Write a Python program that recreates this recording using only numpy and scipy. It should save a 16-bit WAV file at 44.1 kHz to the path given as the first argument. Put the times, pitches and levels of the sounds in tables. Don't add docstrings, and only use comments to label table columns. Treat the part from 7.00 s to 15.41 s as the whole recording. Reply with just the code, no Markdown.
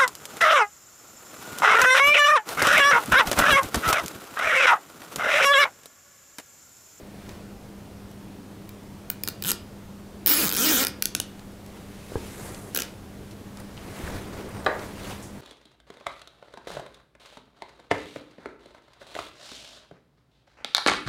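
import sys
import numpy as np
from scipy import signal
from scipy.fft import rfft, irfft
from scipy.io import wavfile
from scipy.ndimage import uniform_filter1d

SR = 44100
rng = np.random.default_rng(int(sys.argv[2]) if len(sys.argv) > 2 else 0)


def inscribe(sig):
    pcm = np.round(np.clip(np.atleast_2d(sig).T, -1, 1) * 32767)
    wavfile.write(sys.argv[1], SR, pcm.astype(np.int16))


N = 370881

# f/Hz, relative level/dB, t60/s
PAWL_MODES = [(13090, -17, 0.004), (14580, -3, 0.006), (15170, 3.5, 0.0016)]
HEAD_MODES = [(9500, -3, .002), (10700, 0, .003), (12000, 1, .0035)]
STRAP_MODES = [(2946, -2, 0.014), (3540, 7, 0.0036), (5230, 8, 0.0036), (5940, 15, 0.0018),
               (7000, 19.5, 0.00073), (8200, 0, 0.0097)]
MODEL_MODES = [(395, 1.5, 0.011), (730, -0.5, 0.0055), (1440, -2.5, 0.018), (1700, -4, 0.013),
               (2490, -3, 0.013)]
MODE_COUNT = len(PAWL_MODES + HEAD_MODES + STRAP_MODES + MODEL_MODES)
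MODEL_RE_STRAP_DB = -7.5
# t/s, level/dB
KNOCKS = [(7.6629, -6.5), (7.6664, -13), (7.679, -20)]


def gain_of(db):
    return 10 ** (np.asarray(db) / 20)


def evened(x):
    return x / np.sqrt(np.mean(x ** 2) + 1e-20)


def smoothed_chance(count, size):
    chance = rng.standard_normal((count, 2, MODE_COUNT))
    return evened(uniform_filter1d(chance, size=size, axis=0))


def read(points, hz):
    f, value = np.transpose(points)
    return np.interp(np.log(hz + 1), np.log(f + 1), value)


def add(mix, s, sound):
    part = mix[round(s * SR):][:len(sound)]
    part += sound[:len(part)]


def ring(modes, size, shift=0., share_db=0.):
    hz, db, t60 = np.transpose(modes)[:, :, None]
    t = np.arange(size) / SR
    pitch = hz * (1 + np.reshape(shift, (-1, 1)))
    level = db + np.reshape(share_db, (-1, 1))
    sign = (-1) ** np.arange(len(modes))[:, None]
    swings = sign * gain_of(level - 60 * t / t60) * np.sin(2 * np.pi * pitch * t)
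    sound = swings.sum(0)
    return sound / abs(sound).max()


def noise(spectrum, patchy_db, size):
    hop = size // 4
    hz = np.fft.rfftfreq(size, 1 / SR)
    real, imaginary, patches = rng.standard_normal((N // hop + 5, len(hz), 3)).T
    patches = uniform_filter1d(patches, size=10, axis=0)
    patches = evened(uniform_filter1d(patches, size=10, axis=1))
    level_db = read(spectrum, hz)[:, None] + patchy_db * patches
    z = (real + 1j * imaginary) * gain_of(level_db)
    return evened(signal.istft(z, nperseg=size, noverlap=size - hop)[1][:N])


def background():
    # f/Hz, rms level/dB
    harmonics = [(100, -53.5), (200, -48), (300, -69), (400, -62), (500, -66.5), (600, -66)]
    # f/Hz, relative level per Hz/dB
    air = [(12, -90), (20, -11), (102, -6.5), (131, -8), (205, -7), (263, -9), (303, -8.5), (330, -10.5),
           (358, -12.5), (1870, -28.5), (14900, -40), (16200, -49)]
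    t = np.arange(N) / SR
    hum = np.zeros(N)
    for hz, db in harmonics:
        hum += gain_of(db) * np.sqrt(2) * np.sin(2 * np.pi * (hz * t + rng.random()))
    return hum + gain_of(-44.5) * noise(air, 1.0, size=2048)


def sleeves():
    # fizz/dB, swish/dB, rub/dB
    arms = [(.31, 0.45, 0.29, -64, -53, -48.5), (4.27, .1, 0.9, -66, -65, -86),
            (4.76, 0.18, 0.33, -87, -56, -51), (5.13, 0.16, 0.16, -73, -64, -49),
            (5.28, 0.73, 0.26, -53.5, -47.5, -59), (5.45, 0.33, 0.35, -46.5, -48.5, -41.5),
            (5.66, 0.6, 0.33, -54, -69, -47.5), (5.83, 0.17, 0.12, -57, -43, -60),
            (6.3, 1, .6, -68, -60, -54), (6.6, 0.071, 0.079, -61, -54, -45),
            (7.05, 0.57, 0.53, -52, -45.5, -39), (7.17, 0.24, 0.074, -63, -44, -37.5),
            (7.39, 0.36, 0.2, -70, -48.5, -40.5), (7.58, 0.49, 0.5, -61, -52, -40),
            (7.85, 0.2, 0.13, -52, -47, -43.5), (8.1, 0.31, 0.21, -50, -41.5, -38),
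            (8.36, 0.6, 0.39, -64, -59, -49.5)]
    # f/Hz, relative level per Hz/dB
    fizz = [(4000, -18), (7000, -2), (11000, -2), (14000, -10), (16000, -25)]
    swish = [(1000, -12), (2000, -7), (4000, -10), (7000, -16), (11000, -22.5)]
    rub = [(150, -12), (300, 11), (600, 3.5), (1200, -1.5), (2200, -7.5), (4000, -40.5)]
    rumble = [(15, 7), (40, 15), (100, 16), (200, 12.5), (400, -31)]
    rumble_re_rub_db = -1.5

    grain = gain_of(1.04 * evened(uniform_filter1d(rng.standard_normal(N), size=300)))
    layers = [grain * noise(cloth, 1.5, size=512) for cloth in (fizz, swish, rub)]
    layers.append(noise(rumble, 1.5, size=2048))
    t = np.arange(0, N, 64) / SR
    peak, rise, fall, fizz_db, swish_db, rub_db = np.transpose(arms)[:, :, None]
    swell_db = -20 * np.where(t < peak, (peak - t) / rise, (t - peak) / fall)
    out = np.zeros(N)
    for layer, db in zip(layers, (fizz_db, swish_db, rub_db, rub_db + rumble_re_rub_db)):
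        level = np.linalg.norm(gain_of(swell_db + db), axis=0)
        out += layer * np.interp(np.arange(N) / SR, t, level)
    return out


def ticks():
    # t/s, peak level/dB, centre f/Hz, spread/octaves, time to fall 30 dB/s
    scrapes = [(0.292, -30, 2370, 1.3, 0.014), (4.394, -36.5, 2960, 1.2, 0.0092),
               (4.663, -39, 5000, 1.3, .006), (5.546, -31, 4470, 0.88, 0.012),
               (6.31, -40.5, 3500, 0.97, 0.037), (6.572, -33, 3980, 1.1, 0.0073),
               (6.601, -34.5, 7500, 1, 0.0065), (6.77, -35, 2500, 1.1, .006),
               (6.777, -30.5, 3160, 0.45, 0.004), (6.99, -33, 6000, 1.8, .006),
               (7.074, -29, 1700, 0.34, 0.011), (7.492, -37, 9200, .3, .006), (7.647, -29, 5000, 1.5, .006),
               (7.664, -29, 6000, 0.61, 0.0049), (7.763, -45, 7000, 1.2, .006),
               (7.793, -32, 2900, 0.94, 0.013), (8.226, -35, 7300, 0.47, 0.16)]
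    out, t = np.zeros(N), np.arange(4096) / SR
    lead = 100
    hz = np.fft.rfftfreq(8192, 1 / SR)
    for s, db, centre_hz, octaves, length in scrapes:
        scrape = rng.standard_normal(len(t)) * gain_of(-30 * t / length)
        band = np.exp(-.5 * (np.log2((hz + 1) / centre_hz) / octaves) ** 2)
        tick = irfft(rfft(np.r_[np.zeros(lead), scrape], 8192) * band)[:len(t)]
        add(out, s - lead / SR, gain_of(db) * tick / abs(tick).max())
    return out


def bumps():
    # t/s, level/dB, f/Hz, t60/s
    blows = [(0.329, -37, 80, 0.23), (5.12, -23, 500, 0.006), (5.156, -14.5, 438, 0.02),
             (5.156, -21, 860, 0.014), (5.158, -29, 1630, .02), (5.161, -22.5, 76, 0.077),
             (7.038, -28, 65, 0.048), (7.145, -30, 97, 0.17)]
    out = np.zeros(N)
    for s, db, hz, t60 in blows:
        swing = ring([(hz, 0, t60)], size=8000)
        add(out, s, -gain_of(db) * uniform_filter1d(np.r_[np.zeros(16), swing], size=16))
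    return out


def tooth(chance, pawl_db, head_db, strap_db, model_db, pitch=1, drag=1):
    t = np.arange(-40, 160) / SR
    loudest_db = max(pawl_db, strap_db, head_db)
    ragged = drag * np.clip(.08 * gain_of(-.6 * (loudest_db + 9)), .08, .22)
    swell = np.where(t < 0, gain_of(60 * t / .003), gain_of(-60 * t / .012))
    contact = ragged * rng.standard_normal(len(t)) * swell
    contact[t == 0] = 1

    parts = [(PAWL_MODES, pawl_db + .3, 0), (HEAD_MODES, head_db - .3, 0),
             (STRAP_MODES, strap_db - .3, pitch - 1), (MODEL_MODES, model_db, 0)]
    rings = 0
    for modes, db, shift in parts:
        detune, uneven = chance[:, :len(modes)]
        chance = chance[:, len(modes):]
        modal = ring(modes, size=900, shift=shift + 0.042 * detune, share_db=1.01 * uneven)
        rings = rings + gain_of(db) * modal
    thin = signal.butter(2, 250, "high", fs=SR, output="sos")
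    return signal.sosfilt(thin, np.convolve(contact / np.linalg.norm(contact), rings))


def single_teeth():
    # t/s, strap level/dB, pawl level/dB
    teeth = [(1.113, -40, -55), (1.691, -32.5, -35), (2.1005, -16, -5.5), (2.2352, -15.5, -14.5),
             (2.275, -12, -44), (2.2851, -13, -20), (2.423, -19, -19), (2.5157, -8.5, -15),
             (3.261, -12.5, 0.5), (3.2702, -13.5, -1), (3.2764, -11, -2.5), (3.2824, -13, -11),
             (3.2885, -13.5, -19), (3.293, -16, -4), (3.4917, -14, -17), (3.5008, -18, -17),
             (3.513, -15, -23), (3.524, -16, -10), (3.5328, -16.5, -18), (3.5396, -16, -17),
             (3.5488, -17, -13), (3.5549, -17, -20), (3.564, -18, -12), (3.5682, -12, -12),
             (3.8378, -14, -25), (3.8483, -12.5, -13), (3.8681, -10.5, -25), (3.881, -23, -22),
             (4.0228, -8, -13.5), (4.055, -8, -13), (4.1495, -9, -11), (4.1998, -8.5, -18),
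             (5.747, -14.5, -13), (5.7575, -19, -22), (5.7612, -14, -21), (5.7729, -13, -13),
             (5.7876, -16, -25), (5.798, -19, -31), (5.8028, -15, -36), (5.8194, -13.5, -50),
             (5.832, -29, -51), (5.85, -42, -56)]
    # start t/s, end t/s
    held = (3.95, 4.3)
    held_db = -5.5
    short_loop_pitch = 0.959
    tight_s, tight_drag = 5., 2.6
    out = np.zeros(N)
    for (s, strap_db, pawl_db), chance in zip(teeth, smoothed_chance(len(teeth), size=4)):
        head_db = strap_db - 0.5 + 0.1 * (pawl_db - strap_db)
        model_db = strap_db + MODEL_RE_STRAP_DB + held_db * (held[0] < s < held[1])
        pitch = short_loop_pitch if s > held[0] else 1
        drag = tight_drag if s > tight_s else 1
        add(out, s, tooth(chance, pawl_db, head_db, strap_db, model_db, pitch, drag))
    return out


def zips():
    # t/s, tooth rate/(teeth per s)
    pulls = [
        [(2.4385, 97), (2.4954, 220), (2.5075, 130)],
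        [(3.299, 243.3), (3.3203, 305.6), (3.3639, 288.8), (3.3967, 338.9), (3.4631, 161.9), (3.4831, 177.1)],
        [(3.5757, 191.7), (3.6425, 274.9), (3.6545, 326.5), (3.6814, 303.7), (3.7122, 326.2), (3.741, 261.3),
         (3.7719, 242.6), (3.8353, 283.4)],
    ]
    # t/s, strap level/dB, pawl level/dB, head level/dB
    strengths = [(2.438, -20, -25, -24), (2.47, -20.5, -25, -16.5), (2.507, -11.5, -21, -9),
                 (3.3, -14, -6.5, -18.5), (3.37, -13.5, -18, -14), (3.43, -14.5, -16, -15),
                 (3.484, -14.5, -11.5, -18), (3.575, -13.5, -17, -16), (3.65, -12.5, -14.5, -17.5),
                 (3.73, -12, -10, -19.5), (3.835, -12, -17, -22)]
    creep_per_s = 0.13
    flap_db, flap_db_per_octave = -18, 3
    flap_overtone = .06
    out = np.zeros(N)
    when, *columns = np.transpose(strengths)
    for rows in pulls:
        s, rate = np.transpose(rows)
        t = np.arange(s[0], s[-1], 1 / SR)
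        rate = np.interp(t, s, rate)
        passed = np.cumsum(rate) / SR
        levels = np.array([np.interp(t, when, c) for c in columns])
        pitch = 1 + creep_per_s * (t - t.mean())
        teeth = np.searchsorted(passed, np.arange(passed[-1]))
        for i, chance in zip(teeth, smoothed_chance(len(teeth), size=12)):
            late, strength = rng.standard_normal(2)
            strap_db, pawl_db, head_db = levels[:, i] + 0.21 * strength
            model_db = strap_db + MODEL_RE_STRAP_DB
            snap = tooth(chance, pawl_db, head_db, strap_db, model_db, pitch[i])
            add(out, t[i] - .001 + .0001 * late, snap)

        flap = np.sin(2 * np.pi * passed) + flap_overtone * np.sin(4 * np.pi * passed)
        tugs = evened(uniform_filter1d(rng.standard_normal(len(t)), size=300))
        flap *= gain_of(2.8 * tugs)
        level_db = levels[0] + flap_db + flap_db_per_octave * np.log2(rate / 300)
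        add(out, s[0], gain_of(level_db) * np.sqrt(2) * flap * signal.windows.tukey(len(t), .15))
    return out


def squeaks():
    # t/s, f/Hz, level/dB
    glides = [
        [(7.335, 10300, -68), (7.37, 11400, -79), (7.42, 10400, -56)],
        [(7.445, 9200, -64), (7.48, 8000, -64)],
        [(7.525, 8400, -60), (7.553, 8860, -60), (7.6, 8400, -57), (7.632, 8200, -60)],
    ]
    out = np.zeros(N)
    for rows in glides:
        s, hz, db = np.transpose(rows)
        t = np.arange(s[0], s[-1], 1 / SR)
        glide = uniform_filter1d(np.interp(t, s, hz), size=800, mode="nearest")
        waver = 40 * evened(uniform_filter1d(rng.standard_normal(len(t)), size=200))
        tone = np.sqrt(2) * np.sin(2 * np.pi * np.cumsum(glide + waver) / SR)
        add(out, s[0], gain_of(np.interp(t, s, db)) * tone * signal.windows.tukey(len(t), .3))
    return out


def knocks():
    # f/Hz, relative level/dB, t60/s
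    table_modes = [(406, -1, 0.1), (510, -21, 0.12), (615, -12, 0.35), (759, -4.5, 0.055),
                   (895, -20, 0.075), (920, -16, 0.1), (1070, -10, 0.038), (1203, 3.5, 0.051),
                   (1475, 0, 0.03), (1560, -4, 0.036), (1704, 2, 0.035), (1840, -8, 0.051),
                   (2020, -11, 0.078), (2480, -14, 0.062), (3200, -4, 0.012), (3950, -5, 0.024),
                   (5000, -6.5, 0.0092)]
    out = np.zeros(N)
    for s, db in KNOCKS:
        detune, uneven = rng.standard_normal((2, len(table_modes)))
        rings = ring(table_modes, size=14000, shift=.006 * detune, share_db=1.5 * uneven)
        add(out, s, gain_of(db) * np.convolve(rings, np.hanning(8) / 3.5))
    return out


def clatter():
    # f/Hz, relative level per Hz/dB
    spectrum = [(200, -43), (400, 9.5), (1000, -0.5), (2000, -3), (2600, -19), (4500, -26), (9000, -43)]
    out, t = np.zeros(N), np.arange(SR // 2) / SR
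    swell = gain_of(-24.5 - 60 * t / .5) * np.minimum(t / 0.0016, 1)
    add(out, KNOCKS[0][0], swell * noise(spectrum, 0.75, size=512)[:len(t)])
    return out


def room(x):
    # delay/s, level/dB
    echoes = [(.0024, -18), (.0111, -25), (.0148, -24), (.028, -30)]
    # f/Hz, t60/s
    decay = [(250, 0.58), (1000, 0.48), (4000, 0.33), (12000, 0.13)]
    taps = np.zeros(SR // 2)
    at = np.arange(400, len(taps) - 20, 20)
    taps[at + rng.integers(0, 20, len(at))] = rng.choice([-1., 1.], len(at))
    hz, t, z = signal.stft(taps, SR, nperseg=256)
    dying = z * gain_of(-60 * t / read(decay, hz)[:, None])
    tail = signal.istft(dying, SR, nperseg=256)[1]
    tail = gain_of(-13) * tail / np.linalg.norm(tail)
    for s, db in echoes:
        smear = rng.standard_normal(90) * np.hanning(90)
        add(tail, s, gain_of(db) * smear / np.linalg.norm(smear))
    return x + signal.fftconvolve(x, tail)[:N]


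def scene():
    tie = single_teeth() + zips()
    cutters = squeaks() + knocks() + clatter()
    mono = room(tie + ticks() + bumps() + cutters) + sleeves() + background()
    return np.array([mono, mono])


def record(dry):
    knee, edge_hz = .6, 15780
    bent = np.sign(dry) * (knee + .3 * np.tanh((abs(dry) - knee) / .3))
    rounded = np.where(abs(dry) < knee, dry, bent)
    low_pass = signal.firwin(511, edge_hz, window=("kaiser", 9), fs=SR)
    return signal.oaconvolve(rounded, low_pass[None], "same")


dry = scene()
out = record(dry)
inscribe(out)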